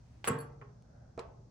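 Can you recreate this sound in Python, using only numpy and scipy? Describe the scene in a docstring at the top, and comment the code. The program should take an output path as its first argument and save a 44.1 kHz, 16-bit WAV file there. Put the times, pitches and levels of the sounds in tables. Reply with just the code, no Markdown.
"""Hex wrench and marker on a wooden floor

In a quiet room a steel T-handle wrench is laid down: one end touches and slides, the shaft clatters
and rings, the heavy handle thuds on the boards and its sliding bar rattles. A light knock and a tick
follow, then a plastic marker pen lands with a softer double tap. A close stereo microphone hears
each contact crack on the wood, and the floor and the room ring."""
import sys
import numpy as np
from scipy import signal
from scipy.io import wavfile

SR = 44100
rng = np.random.default_rng(int(sys.argv[2]) if len(sys.argv) > 2 else 0)


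def put_to_file(sound):
    """Save the sound as 16-bit audio at rate SR, in the file named by the first command-line argument."""
    columns = np.atleast_2d(sound).T  # one column per channel
    safe = np.clip(columns, -1, 1)
    whole_steps = np.round(safe * 32767)
    wavfile.write(sys.argv[1], SR, whole_steps.astype(np.int16))


N = 66150
TIME = np.arange(N) / SR
CUTOFF_HZ = 16300

# colour of the wood under the wrench, and under its tip: (frequency [Hz], level [dB per Hz])
STEEL_ON_FLOOR = [(60, -10), (220, 4.5), (320, -3.5), (460, 2), (750, -3.5), (1300, 6.5), (2150, -6.5),
                  (2700, -4), (3600, -28), (6000, -18), (9000, 1.5), (13000, -16), (15500, -13)]
TIP_ON_FLOOR = [(100, -14), (260, -18), (450, 0), (850, 8), (1100, 2), (1600, 4), (2600, 1), (3900, -4),
                (5500, -9.5), (9000, -0.5), (12000, -25.5), (14500, -1)]
# stereo width of the room: (frequency [Hz], side to mid [dB])
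ROOM_WIDTH = [(130, -17), (250, -10), (500, 0), (1500, -1), (10000, -0.5)]


def from_db(db):
    """Decibels to gain."""
    return 10 ** (np.asarray(db) / 20)


def at_hz(points, hz):
    """Read a curve on a log-frequency axis."""
    freqs, values = np.array(points).T
    return np.interp(np.log(hz), np.log(freqs), values)


def dying(t, t60):
    """Exponential decay, 60 dB down after t60 seconds."""
    return np.exp(-np.log(1000) * t / t60)


def swell(peak_s, width_s):
    """A smooth rise and fall around a moment."""
    return np.exp(-((TIME - peak_s) / width_s) ** 2 / 2)


def panned(db):
    """Left and right gains for a level difference."""
    return from_db(np.array([[db], [-db]]) / 2)


def filtered(x, hz, kind="low", order=2):
    """Butterworth filter."""
    return signal.sosfilt(signal.butter(order, hz, kind, fs=SR, output="sos"), x + 1e-18)


def through(x, response):
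    """Play a force or a sound through a stereo response."""
    return signal.fftconvolve(np.atleast_2d(x), response, axes=1)[:, :N]


def bands(width, size):
    """Yield (centre [Hz], stereo noise) in third octaves, spread by a width curve."""
    edges = 20.4 * 2 ** (np.arange(30) / 3)
    run_in = 4000  # samples for the filters to settle
    white = rng.standard_normal((2, 2, size + run_in))
    for k, (low, high) in enumerate(zip(edges, edges[1:])):
        mid, side = filtered(white[k % 2], [low, high], "band")[:, run_in:]
        hz = np.sqrt(low * high)
        spread = from_db(at_hz(width, hz))
        yield hz, np.array([mid + spread * side, mid - spread * side]) / np.hypot(1, spread)


def hiss(colour):
    """Steady coloured stereo noise, rms 1."""
    noise = sum(from_db(at_hz(colour, hz)) * band for hz, band in bands(ROOM_WIDTH, N))
    return noise / noise.std()


def room_tone():
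    """Still air, rumble and a low hum."""
    # colour of the air: (frequency [Hz], level [dB per Hz])
    air = [(25, -17), (58, 1.5), (85, -3), (120, -1.5), (200, -9), (350, -20.5), (700, -21.5), (1400, -37),
           (3200, -45.5), (5700, -35.5), (9000, -54.5), (12000, -53), (16000, -75.5)]
    hum = np.sqrt(2) * np.sin(2 * np.pi * (118.5 * TIME + rng.random()))
    return from_db(-57.5) * hiss(air) + from_db(-61.5) * hum


def soft_swells():
    """A faint hiss swells just before the first touch; later the arms brush as the hands return."""
    # colours of the hiss and the brush: (frequency [Hz], level [dB per Hz])
    hiss_colour = [(300, -20), (900, 2.5), (2000, -1), (4000, -8), (8000, -11), (15000, -21)]
    brush_colour = [(100, -19), (300, -11), (650, 13.5), (1000, -11), (1550, 1.5), (2200, -36), (8000, -44),
                    (16000, -52)]
    faint_hiss = from_db(-75.5) * swell(peak_s=0.15, width_s=0.157) * hiss(hiss_colour)
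    brush = from_db(-66.5) * swell(peak_s=1.0, width_s=0.13) * hiss(brush_colour)
    return faint_hiss + brush


def room(colour):
    """Diffuse tail of a blow with this colour, building up and dying band by band."""
    # tone of the reverb: (frequency [Hz], level [dB])
    tone = [(100, -8.5), (400, 1.5), (1200, -3), (2500, -4), (5000, -0.5), (10000, -18.5), (15000, -22.5)]
    # length of the reverb: (frequency [Hz], t60 [s])
    decay = [(100, 0.69), (500, 0.83), (1500, 0.42), (3000, 0.36), (7000, 0.16), (14000, 0.49)]
    build_up = 1 - np.exp(-TIME / 0.0071)
    tail = 0
    for hz, noise in bands(ROOM_WIDTH, N):
        fade = dying(TIME, at_hz(decay, hz)) * build_up
        gain = from_db(at_hz(colour, hz) + at_hz(tone, hz)) * panned(-0.5)
        tail += gain * noise * fade / np.linalg.norm(fade)
    return tail


def wood(colour, bass_ring_s=0.025):
    """Crowded, quickly damped modes, new for each place that is struck; the treble dies first."""
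    # close-up stereo width: (frequency [Hz], side to mid [dB])
    width = [(150, -25), (450, -5), (1500, -3.5), (5000, 6), (10000, -2.5)]
    # close-up balance: (frequency [Hz], left-right [dB])
    balance = [(150, 1), (450, -0.33), (1200, -1.3), (5000, -1.2)]
    t = TIME[:SR // 10]
    crack = 0
    for hz, noise in bands(width, len(t)):
        fade = dying(t, t60=0.01 + bass_ring_s / (1 + hz / 2500))
        gain = from_db(at_hz(colour, hz)) * panned(at_hz(balance, hz))
        crack += gain * noise * fade / np.linalg.norm(fade)
    return crack


def body(modes):
    """A struck body's ring: decaying sines, each with its own pan."""
    return sum(from_db(db) * panned(pan) * np.sin(2 * np.pi * hz * TIME) * dying(TIME, t60)
               for hz, db, t60, pan in modes)


def steel(force, modes, line_width_hz):
    """High modes, blurred by the steel's chatter, reach left and right out of phase and fill the room."""
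    # reverb send of the steel: (frequency [Hz], level [dB])
    send = [(4000, -7.5), (7700, -3), (10500, -23), (15000, -4)]
    response = 0
    for hz, db, t60, phase in modes:
        wander = np.cumsum(rng.standard_normal(N)) * np.sqrt(2 * np.pi * line_width_hz / SR)
        partial = np.sin(2 * np.pi * hz * TIME + wander + np.array([[0], [phase]]))
        response += from_db(db) * partial * dying(TIME, t60)
    attack = 1 - np.exp(-TIME / 0.00049)
    ring = through(force, response * attack)
    return ring + through(ring[0], room(send))


def contact(time_s, db, bright_hz=CUTOFF_HZ):
    """One push, with its own level and brightness."""
    force = np.zeros(N)
    force[int(time_s * SR)] = from_db(db)
    return filtered(force, bright_hz)


def blows(hits, colour, ring, room_db, bass_ring_s=0.025):
    """Each contact cracks on the wood; together they ring the body and the room."""
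    forces = [contact(*hit) for hit in hits]
    cracks = sum(through(force, wood(colour, bass_ring_s)) for force in forces)
    return cracks + through(sum(forces), ring + from_db(room_db) * room(colour))


def settling():
    """The wrench comes to rest with a light knock; a dull bump follows through the floor."""
    # contacts: (time [s], level [dB], brightness [Hz])
    knocks = [(0.6142, -23, 2600), (0.6180, -23.5, 2008), (0.6228, -22.5, 1940)]
    bumps = [(0.838, -19, 108.3)]
    # colour of the wood under each: (frequency [Hz], level [dB per Hz])
    knock_colour = [(100, -21), (300, -13), (650, 4.5), (1100, 8), (2000, 1), (3100, -7), (4200, -24),
                    (12000, -10)]
    bump_colour = [(30, -11.5), (62, 1), (120, -10), (190, 10), (400, 4)]
    # floor modes under the knock: (frequency [Hz], level [dB], t60 [s], left-right [dB])
    floor = [(412.3, -35, 0.45, -7.5), (1092, -35.5, 0.19, -4), (1900, -50, 0.063, -6)]
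    knock = blows(knocks, knock_colour, body(floor), room_db=-0.5)
    push = sum(contact(*bump) for bump in bumps)
    return knock + through(push, wood(bump_colour, bass_ring_s=0.2))


def marker():
    """The marker's hollow barrel lands with a tap, then its hard cap clicks down."""
    # plastic meets floor: (time [s], level [dB], brightness [Hz])
    taps = [(1.1775, -5.5, 894), (1.1880, -10.5, 989), (1.1928, -12.5, 3397)]
    # colour of the wood under plastic: (frequency [Hz], level [dB per Hz])
    colour = [(60, -11.5), (190, -5), (280, -6.5), (420, 4), (750, 5.5), (1200, 5.5), (1800, -5),
              (2450, -3), (3100, -9), (4000, -9.5), (5700, -5), (9500, 5), (12000, -30), (14500, 5)]
    # modes of barrel and cap: (frequency [Hz], level [dB], t60 [s], left-right [dB])
    barrel = [(382, -42, .13, -4), (458, -33, 0.1, -3.5), (670, -39.5, .045, 0), (680, -52, .6, 2.5),
              (921, -43, .12, -4), (1105, -45, 0.22, 3)]
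    cap = [(2440, -30, 0.0097, 0), (4060, -24.5, 0.0093, -3), (5530, -34, 0.018, -6), (14200, -37, .07, -6)]
    return blows(taps, colour, body(barrel) + body(cap), room_db=0, bass_ring_s=0.18)


def snaps():
    """Sharp transients straight from the points of contact, and one lone tick."""
    # single pulses: (time [s], level [dB], low edge [Hz], high edge [Hz])
    pulses = [(0.2435, -7.5, 1100, 3240), (0.2802, -15.5, 7400, 16200), (0.2857, -5.5, 588, 1893),
              (0.8239, -46.5, 800, 10000), (1.1778, -36.5, 3060, 8000), (1.1931, -24, 2100, 5950)]
    return sum(filtered(contact(s, db), [low, high], "band", order=3) for s, db, low, high in pulses)


def bar_rattle():
    """The loose bar ticks against the handle, steel on steel, and then rings freely."""
    # bar meets handle: (time [s], ring level [dB], click level [dB])
    ticks = [(0.3835, -8, -48), (0.3875, 1.5, -22.5), (0.3905, -21, -44), (0.4020, 0, -57),
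             (0.4062, 1.5, -52)]
    # bar modes: (frequency [Hz], level [dB], t60 [s], left-right phase [rad])
    bar = [(4425, -58, 0.085, 0.63), (7650, -64, 0.11, 1.1), (10470, -55, .16, 2.4),
           (10660, -41, 0.08, 2.44), (11715, -42, 0.075, 2.65)]
    ring_force = sum(contact(s, db) for s, db, _ in ticks)
    click_force = sum(contact(s, db) for s, _, db in ticks)
    return steel(ring_force, bar, line_width_hz=8) + through(click_force, wood(STEEL_ON_FLOOR))


def tip_touch():
    """The wrench's tip touches first and skips on the board."""
    # tip meets wood: (time [s], level [dB], brightness [Hz])
    skips = [(0.2428, -9, 4370), (0.2487, -17.5, 13500), (0.2513, -14, 3480), (0.2645, -22, 1500),
             (0.2672, -28, 5000)]
    # board modes under the tip: (frequency [Hz], level [dB], t60 [s], left-right [dB])
    board = [(870, -33, .06, -2), (4300, -42, .025, 0)]
    return blows(skips, TIP_ON_FLOOR, body(board), room_db=0.5, bass_ring_s=0.049)


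def tip_slide(start_s=0.245, end_s=0.274, grains_per_s=2100):
    """The tip scrapes over the grain before the shaft drops."""
    grains = (rng.random(N) < grains_per_s / SR) * rng.standard_normal(N)
    sliding = (TIME > start_s) & (TIME < end_s)
    force = filtered(grains * sliding, hz=9000, order=1)
    return from_db(-29) * through(force, wood(TIP_ON_FLOOR))


def handle_thud():
    """The heavy handle lands and its weight shakes the floor."""
    # handle meets wood: (time [s], level [dB], brightness [Hz])
    landings = [(0.28, -14, 456), (0.3000, -6, 594), (0.3047, 2.5, 344), (0.3125, -5, 228)]
    # deep floor modes: (frequency [Hz], level [dB], t60 [s], left-right [dB])
    floor = [(80, -51, .15, 0), (118, -43, .4, 0), (140.5, -43, 1.1, 0), (158, -38, .3, 0),
             (207, -46, .35, 0), (257, -40, .35, -1), (460, -40, .1, -6)]
    weight = sum(contact(*landing) for landing in landings)
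    boom = through(weight, body(floor))
    knock = from_db(1.5) * through(weight, wood(STEEL_ON_FLOOR))
    return filtered(from_db(4.5) * weight + boom + knock, hz=74, kind="high")


def shaft_clatter():
    """The shaft bounces on the boards; each clack rings both wood and steel."""
    # shaft meets wood: (time [s], wood level [dB], steel level [dB], brightness [Hz])
    clacks = [(0.2745, 0.5, 6, 4000), (0.2789, -1, -0.5, 8000), (0.2813, 2, -17, 4500),
              (0.2834, -3.5, 5, 3360), (0.285, -5, 2.5, 2020), (0.2916, 0, -41, 1500),
              (0.297, -6, -38, 1740)]
    # floorboard modes: (frequency [Hz], level [dB], t60 [s], left-right [dB])
    board = [(258, -46, .42, -1), (383, -46, .4, -6), (453, -46, .55, -4), (472, -41.5, .16, -7),
             (500, -49, .45, -4), (640, -52, .4, -2), (893, -49, .38, -3), (1094, -37.5, .28, -2),
             (1248, -54, .3, -1), (1345, -47, .3, -1), (1431, -54, .25, -1), (1580, -58, .35, 0),
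             (2620, -42, .05, -2), (2740, -43, .05, -2), (2870, -53, .22, -2)]
    # shaft modes: (frequency [Hz], level [dB], t60 [s], left-right phase [rad])
    shaft = [(2625, -41.5, 0.022, 0.305), (4545, -51.5, 0.0401, 0.51), (7695, -46.5, 0.19, 1.0),
             (8600, -49, .05, 1.6), (9265, -57, 0.1, 1.6), (10340, -31.5, 0.01627, 2.5),
             (10596, -23.5, 0.023, 2.36), (10840, -45.5, 0.179, 3), (11800, -40.5, .025, 2.1),
             (11760, -50.5, 0.024, 1.983), (14000, -59, 0.061, 1.1), (15300, -52, 0.066, 0.86)]
    wood_hits = [(s, db, hz) for s, db, _, hz in clacks]
    clatter = blows(wood_hits, STEEL_ON_FLOOR, from_db(-5) * body(board), room_db=2)
    steel_force = sum(contact(s, db) for s, _, db, _ in clacks)
    return filtered(clatter, hz=74, kind="high") + steel(steel_force, shaft, line_width_hz=25)


def scene():
    """Wrench, marker and quiet room, mixed at the microphone."""
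    wrench = tip_touch() + shaft_clatter() + handle_thud() + tip_slide() + bar_rattle() + settling()
    return wrench + snaps() + marker() + soft_swells() + room_tone()


def record(dry):
    """The microphone has a dip in the top octave; above it the treble is cut steeply."""
    dip_hz, dip_width_hz = 12700, 5700
    dipped = signal.lfilter(*signal.iirnotch(dip_hz, dip_hz / dip_width_hz, fs=SR), dry)
    return signal.sosfilt(signal.ellip(10, .1, 80, CUTOFF_HZ, fs=SR, output="sos"), dipped)


dry = scene()
out = record(dry)
put_to_file(out)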